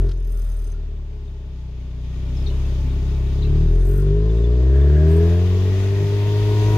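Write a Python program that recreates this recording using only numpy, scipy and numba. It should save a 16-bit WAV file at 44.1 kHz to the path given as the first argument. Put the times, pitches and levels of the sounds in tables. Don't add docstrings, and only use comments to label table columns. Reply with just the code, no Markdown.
import sys
import numpy as np
from scipy import signal
from scipy.fft import rfft, irfft, next_fast_len
from scipy.io import wavfile
from scipy.ndimage import uniform_filter1d
from numba import njit

SR = 44100
rng = np.random.default_rng(int(sys.argv[2]) if len(sys.argv) > 2 else 0)


def rack_gain(trim_db):
    fader = np.asarray(trim_db, float)
    return 10 ** (fader / 20)


def master_out(mix):
    frames = np.transpose(np.atleast_2d(mix))
    ceiling = np.clip(frames, -1, 1)
    pcm = np.round(ceiling * 32767).astype(np.int16)
    wavfile.write(sys.argv[1], SR, pcm)


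N = 298557
T = np.arange(N) / SR


def curves(rows):
    s, *columns = np.transpose(rows)
    return [np.interp(T, s, column) for column in columns]


def over_hz(points, hz):
    f, v = np.transpose(points)
    return np.interp(np.log(hz), np.log(f), v)


def unit(x):
    return x / np.sqrt(np.mean(x ** 2))


@njit
def moving_bandpass(x, hz, width):
    y, band, low = np.empty(len(x)), 0., 0.
    for i in range(len(x)):
        g, damping = np.tan(np.pi * hz[i] / SR), width / hz[i]
        v = (band + g * (x[i] - low)) / (1 + g * (g + damping))
        band = 2 * v - band
        low = low + 2 * g * v
        y[i] = damping * v
    return y


def walk(rate):
    k = int(SR / rate)
    steps = np.repeat(rng.standard_normal(N // k + 1), k)
    return unit(uniform_filter1d(uniform_filter1d(steps, k), k)[:N])


def resonate(hz, modes, signs):
    total = 0
    for (f, width, db), sign in zip(modes, signs):
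        loss = 1j * hz * width
        total = total + sign * rack_gain(db) * loss / (f * f - hz * hz + loss)
    return total


def ring(x, modes, signs):
    size = next_fast_len(N + SR)
    response = resonate(np.fft.rfftfreq(size, 1 / SR), modes, signs)
    return irfft(rfft(x, size) * response, size)[:N]


def pan(x, db):
    return x * rack_gain(np.array([[db], [-db]]) / 2)


def fit(s, held, db, rise, fall):
    return rack_gain(db + np.interp(T, [s - 2 * rise, s, s + held, s + held + 2 * fall], [-70, 0, 0, -70]))


# time [s], firing rate [Hz].
ENGINE_SPEED = [(0, 44.8), (.17, 42.1), (.53, 40.1), (1.28, 33.5), (1.68, 31.1), (2.09, 31.1), (2.5, 32.9),
                (3.36, 33.3), (3.64, 38.9), (4.13, 50.6), (4.6, 62.3), (5.03, 77.7), (5.26, 84.6),
                (5.47, 90.6), (5.64, 93.8), (5.88, 98.4), (6.3, 103.1), (6.77, 106.2)]


def firings():
    hz, = curves(ENGINE_SPEED)
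    return hz, np.cumsum(hz) / SR + 0.1468


# time [s], load [dB], extra edge of the blowdown [dB].
THROTTLE = [(0, 2.5, -5.5), (.08, -2, -1), (.13, -7, -5), (.45, -5.5, -17.5), (.7, -6.5, -13.5),
            (.9, -8, -9.5), (1.15, -9.5, -6), (1.75, -9, -5), (2.1, -6, -4), (2.45, 0.1, -4),
            (3.33, -0.8, -1), (3.55, 0, 4.5), (3.82, 1, -2.5), (3.92, 0.5, 2), (5.25, -0.86, 7.5),
            (5.5, -0.6, 2.1), (6.25, -0.1, -3.5), (6.77, 3, -1.5)]
# pitch [Hz], level [dB].
FIRST_ORDER = [(31, -27.5), (35, -21), (41, -14), (47, -16.5), (55, -16.5), (70, -11.5), (82, -12),
               (100, -18)]
# pitch [Hz], level [dB].
SECOND_ORDER = [(62, -19), (77, -20.5), (84, -25), (100, -26.5), (122, -28.5), (156, -22.5), (185, -30.5),
                (205, -40)]
# pitch [Hz], level [dB].
THIRD_ORDER = [(99, -30.5), (108, -29), (132, -28.5), (150, -24), (202, -47.5), (254, -42.5), (276, -43.5),
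               (318, -32.5)]
EDGE_SHARE = [0, 0.49, 0.78]
HIGH_ORDER_DB = [1.5, 0, -4.5, -4.5, -1, -4.5, -7, -12, -11.5, -30, -26, -13.5, -15.5, -22.5, -30.5, -13,
                 -32]
HALF_ORDER_DB = [-20, -24, -20, -18, -16, -18, -20, -22, -23, -24, -25, -26]
# pitch [Hz], width [Hz], level [dB].
PIPE = [(44.5, 11, 0.5), (69, 16.1, 5.5), (108.6, 26.3, 1.5), (152.3, 22.4, 0), (242, 43, -18),
        (324, 52, -10), (410.8, 26.2, 0.5), (611, 30.3, -11.5), (770, 15, -36), (974, 80, -25),
        (1070, 39, -45), (1310, 84, -32), (1863, 110, -21)]
PIPE_SIGN = [1, -1, 1, -1, -1, 1, -1, -1, 1, -1, 1, -1, 1]
# pitch [Hz], width [Hz], depth [dB].
TRAPS = [
    (234, 50, -6.5),
    (493, 100, -12.5),
    (787, 230, 2.5),
]
# pitch [Hz], phase [turns].
PIPE_LAG = [(34, 0.47), (38, 0.37), (46, 0.01), (62, -0.07), (80, -0.28), (105, -0.3), (135, -0.2),
            (170, -0.48), (200, -0.68), (240, -0.76), (300, -0.21), (385, -0.53), (440, -0.99), (650, -1.0)]


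def exhaust(hz, turns):
    load_db, edge_db = curves(THROTTLE)
    grid = np.arange(5, 2500, .5)
    pipe = resonate(grid, PIPE, PIPE_SIGN) * (1 - resonate(grid, TRAPS, [1, 1, 1]))
    gain, lag = np.abs(pipe), 2 * np.pi * over_hz(PIPE_LAG, grid)
    timing = turns + .016 * (33 / hz) ** 2 * walk(25)

    def line(k):
        return np.sqrt(2) * np.cos(2 * np.pi * k * timing + np.interp(k * hz, grid, lag))

    out = np.zeros(N)
    low_orders = zip([1, 2, 3], [FIRST_ORDER, SECOND_ORDER, THIRD_ORDER], EDGE_SHARE)
    for k, passed, share in low_orders:
        db = load_db + share * edge_db + over_hz(passed, k * hz)
        out += rack_gain(db + 0.11 * k * walk(13)) * line(k)

    sharp_db = -27.5 + load_db + edge_db
    whole = [(k + 4, db, .8) for k, db in enumerate(HIGH_ORDER_DB)]
    halves = [(k + .5, db + 11.4 * (hz - 60) / 40, 4.2) for k, db in enumerate(HALF_ORDER_DB)]
    for k, db, flutter_db in whole + halves:
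        out += rack_gain(sharp_db + db + flutter_db * walk(22)) * np.interp(k * hz, grid, gain) * line(k)

    locked = line(9) + rack_gain(-14) * line(10) + rack_gain(-12) * line(7) + rack_gain(-17) * (line(14) + line(18))
    out += rack_gain(-38 + 2.6 * (hz - 106) + 1.2 * walk(10)) * locked

    octaves = np.log2(hz / 33)
    puff = np.exp(-(turns % 1) / 1.3) * rng.standard_normal(N)
    floor_pan = [(207, 46, -2), (251.0, 40, -1), (568, 56, -4.5)]
    boom = unit(ring(rng.standard_normal(N), floor_pan, [1, -1, 1]))
    uneven = unit(ring(puff, PIPE, PIPE_SIGN)) + rack_gain(-9.5 - 3.7 * octaves) * boom
    return out + uneven * rack_gain(-41 + load_db + 5.5 * octaves)


# start [s], held [s], level [dB].
JINGLE = [
    [(0.0, 0.31, -65), (.29, .44, -61.5), (3.72, 0.35, -62), (5.09, .2, -71)],
    [(.27, 0.17, -60), (.48, 0.16, -67), (3.865, .135, -56), (5.1, .1, -71)],
    [(0.0, .1, -72), (.32, 0.37, -63.5), (3.8, .06, -69), (3.865, .16, -57), (4.33, .08, -71),
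     (5.09, 0.084, -58.5)],
]


def shaking():
    return [sum(fit(*row, rise=0.06, fall=.07) for row in fits) for fits in JINGLE]


# time [s], level [dB].
FLOW = [(0, -61.5), (.02, -57.5), (.17, -63), (.47, -59), (.94, -62.5), (1.98, -58), (2.2, -52.5),
        (2.45, -49), (3.56, -51), (3.85, -55.5), (4.2, -53), (5.02, -51), (5.13, -47), (5.3, -46),
        (5.64, -44), (6.3, -42.5), (6.77, -38)]
# pitch [Hz], density [dB per Hz].
GAS_COLOUR = [(290, -38), (500, -8), (603, 1), (851, -4), (1070, 4), (1330, -22.5), (1880, -24.5),
              (2230, -17), (3580, -16.5), (5440, -26.5), (6280, -26), (7900, -8), (15500, -6.5)]
# pitch [Hz], correlation [-1 to 1].
LIKENESS = [(60, 0.99), (130, 0.99), (290, 1), (640, 0.31), (1410, 0.42), (3100, 0.14), (6820, -0.61),
            (15000, -0.43)]
# pitch [Hz], left minus right [dB].
LEFT_LEAN = [(60, 1.5), (110, 1.5), (200, 2.0), (380, 1.5), (700, 1.4), (1290, 4.6), (2380, 2.5),
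             (4400, 5.8), (8120, 7.2), (15000, 1.5)]


def gas(turns):
    hiss_db, = curves(FLOW)
    over = hiss_db + 50.5
    roar_db = -53 + 0.89 * over + 0.38 * curves(THROTTLE)[1]
    top_db = -79 + np.where(over < 0, 3.9, 1.31) * over
    top_db = 20 * np.log10(rack_gain(top_db) + rack_gain(-20.5) * sum(shaking()))
    throb, swell, out = 1 + 0.062 * np.cos(2 * np.pi * turns), walk(3.22), 0
    # level, start of the bands, range that sets the level, end of the bands (Hz)
    groups = [(roar_db, 560, 700, 1300, 1500),
              (hiss_db, 1500, 2100, 6800, 7000),
              (top_db, 7000, 9600, 10200, 15600)]
    for flow_db, start, lo, hi, end in groups:
        total_db = 10 * np.log10(np.sum(rack_gain(2 * over_hz(GAS_COLOUR, np.arange(lo, hi)))))
        edges = np.geomspace(start, end, 6)
        for a, b in zip(edges, edges[1:]):
            centre = (a + b) / 2
            band = signal.butter(3, [a, b], "band", fs=SR, output="sos")
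            mid, side = signal.sosfilt(band, rng.standard_normal((2, N)))
            like = np.clip(over_hz(LIKENESS, centre), 0, 1)
            opposed = unit(side) * np.array([[1], [-1]])
            pair = np.sqrt(1 + like) * unit(mid) + np.sqrt(1 - like) * opposed
            db = over_hz(GAS_COLOUR, centre) + 10 * np.log10(b - a) - total_db
            db = db + max(np.log2(a / 9000), 0) * .3 * (top_db + 71.5)
            gain = rack_gain(flow_db + db + 0.62 * swell + 0.97 * walk(15))
            out = out + pan(pair, over_hz(LEFT_LEAN, centre)) * gain
    return out * throb * rack_gain(-4.0)


# pitch [Hz], width [Hz], level [dB].
AIR_COLUMNS = [(872, 9, 6), (1290, 40, -4), (1470, 22, 1), (1930, 40, 0), (2440, 60, -1), (2620, 60, -2),
               (3340, 40, -3), (3670, 90, -3), (5000, 80, -7), (6270, 70, -4)]


def air_columns():
    hiss_db = curves(FLOW)[0]
    ports = []
    for _ in range(2):
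        air = rng.standard_normal(N) * rack_gain(3.3 * walk(18))
        ports.append(unit(ring(air, AIR_COLUMNS, np.ones(len(AIR_COLUMNS)))))
    return pan(np.array(ports), 5.2) * rack_gain(hiss_db - 6)


# start [s], held [s], pitch [Hz], level [dB].
BREATH = [
    (0.0, .12, 1390, -62),
    (.35, 0.39, 1370, -62),
    (3.5, .8, 1570, -60.5),
    (3.97, 0.034, 1400, -54),
    (4.751, .6, 1660, -47.5),
    (5.499, 1.3, 1937, -51.5),
]


def whistles(turns):
    out = np.zeros((2, N))
    for s, held, centre_hz, db in BREATH:
        hz = centre_hz * (1 + 0.011 * walk(8))
        air = rng.standard_normal((2, N)) * (1 + 0.1 * np.cos(2 * np.pi * turns))
        ports = []
        for a in [air[0], 0.48 * air[0] + 0.98 * air[1]]:
            ports.append(unit(moving_bandpass(a, hz, 90.) + 0.26 * moving_bandpass(a, hz, 500.)))
        out += np.array(ports) * fit(s, held, db, rise=0.38, fall=0.25) * rack_gain(1.1 * walk(20))
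    return pan(out, 4.8)


# pitch [Hz], width [Hz], level [dB].
INSERT_MODES = [(6270, 60, 0), (12090, 40, 0), (8910, 28, 2), (4980, 70, -5), (12380, 70, -4),
                (8080, 40, -7), (9390, 50, -2), (11100, 50, -9), (7460, 50, -14), (10380, 55, -8),
                (13000, 60, -13), (8240, 60, -7), (15000, 110, -17), (13800, 80, -15)]
# time [s], peak [dB], pitch [Hz].
SPITS = [
    (0.0464, -53.5, 1720),
    (0.0687, -45, 1280),
    (0.0922, -34, 1300),
    (0.1154, -34.5, 1360),
    (0.165, -55, 1350),
]


def inserts(turns):
    beat = np.exp(-((turns + .3) % 1) / 0.28)
    out = 0
    for k, (left_db, shake) in enumerate(zip([5., 1.5, -1.5], shaking())):
        struck = rng.random((3, N)) < 500 * beat / SR
        taps = struck * rng.standard_normal((3, N)) * rack_gain(1.2 * walk(11))
        modes = INSERT_MODES[k::3] + [(10500, 5800, -28)]
        signs = (-1.) ** np.arange(len(modes))
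        ports = [ring(0.61 * taps[0] + side, modes, signs) for side in taps[1:]]
        out = out + pan(unit(np.array(ports)), left_db) * shake
    for s, db, hz in SPITS:
        burst = np.exp(-((T - s - .003) / 0.0056) ** 2) * rng.standard_normal(N)
        metal = [(1700, 500, 0), (hz, 900, -3), (5000, 1200, -3), (3000, 900, -7)]
        slap = ring(burst, metal, [1, -1, 1, -1])
        out += pan(slap / np.abs(slap).max() * rack_gain(db - 4.0), 3.7)
    return out


# pitch [Hz], width [Hz], level [dB].
DRONES = [
    (249.2, 3.5, -52.5),
    (411, 4.7, -56.5),
    (868, 1.5, -67.5),
    (1446, 12, -76),
    (58, 37, -52.5),
    (105, 50, -55),
]


def drones(hz):
    swell_db = 7.36 + 1.2 * curves(THROTTLE)[0] - 1.07 * np.clip(hz - 35, 0, 17)
    hums = [rack_gain(db) * unit(ring(rng.standard_normal(N), [(f, width, 0)], [1])) for f, width, db in DRONES]
    return pan(sum(hums) * rack_gain(swell_db), 3.6)


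# time into the call [s], level [dB], pitch [Hz], length [s].
PHRASE = [
    (0, -1, 4110, 0.015),
    (.009, 0, 3960, 0.011),
    (0.028, -7, 4180, 0.015),
]
# start [s], peak [dB], left minus right [dB].
CALLS = [
    (2.459, -38, 9),
    (3.418, -38.5, 7.3),
]
# start [s], peak [dB], pitch [Hz], length [s], left minus right [dB].
CHIRPS = [
    (2.359, -49, 5450, 0.03, 8),
    (2.40, -58, 5700, 0.018, 8),
    (2.42, -54, 5420, .014, 6),
    (2.47, -54, 6150, 0.019, 10),
    (2.497, -45, 3110, .018, .1),
    (3.438, -46.5, 2890, .025, 2.1),
    (4.06, -56, 3700, 0.022, 6),
    (4.222, -61, 3400, .035, 2),
    (4.29, -48.5, 3810, .016, 5),
    (4.424, -55, 3660, .041, 17),
]
# time [s], peak [dB], pitch [Hz].
TICKS = [(0.2139, -63, 3520), (0.8235, -59, 3600), (1.279, -56, 3650), (1.4022, -61, 3670),
         (1.7823, -64, 3670), (1.9101, -61, 3550), (2.295, -59, 3680), (2.409, -57, 3630),
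         (2.517, -53, 3600), (2.537, -52, 3660), (2.6943, -59, 3870), (2.7826, -53, 3660),
         (2.9033, -47, 3720), (3.0664, -54, 3740), (3.1448, -52, 3700), (3.2675, -51, 3730),
         (3.389, -49, 3570), (3.684, -55, 3730), (3.807, -51.5, 3670), (4.148, -67, 3740),
         (4.37, -49, 3670), (4.509, -57, 3630), (4.6962, -57, 3560), (4.8135, -50, 3600)]


def birds():
    out = np.zeros((2, N + SR))
    called = [(s + after, db + rel_db, hz, length, left_db)
              for s, db, left_db in CALLS for after, rel_db, hz, length in PHRASE]
    notes = [(*row, .09) for row in called + CHIRPS]
    notes += [(s - .004, db + 2.5, hz, .014, 2.5, 0) for s, db, hz in TICKS]
    for s, db, start_hz, length, left_db, fall in notes:
        n, at = int(length * SR), int(s * SR)
        wobble = uniform_filter1d(rng.standard_normal(2000), size=40)[:n] * np.sqrt(40)
        husk_hz = np.interp(db, [-50, -38], [70, 240]) * wobble
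        hz = np.linspace(start_hz, start_hz * (1 - fall), n) + husk_hz
        note = np.hanning(n) * np.sin(2 * np.pi * np.cumsum(hz) / SR)
        out[:, at:at + n] += pan(note * rack_gain(db + 0.5), left_db)
    age = np.arange(4000) / SR
    echo = rng.standard_normal((2, len(age))) * np.exp(-age / 0.02) * rack_gain(-27.5)
    return (out + signal.fftconvolve(out, echo, axes=1)[:, :N + SR])[:, :N]


def scene():
    hz, turns = firings()
    note = pan(exhaust(hz, turns), 1.5)
    note[1] = np.interp(T - 1.35e-4, T, note[1])
    return note + gas(turns) + air_columns() + whistles(turns) + inserts(turns) + drones(hz) + birds()


def top_cut(x):
    return signal.sosfilt(signal.butter(12, 15670, fs=SR, output="sos"), x)


def record(dry):
    return top_cut(dry)


dry = scene()
out = record(dry)
master_out(out)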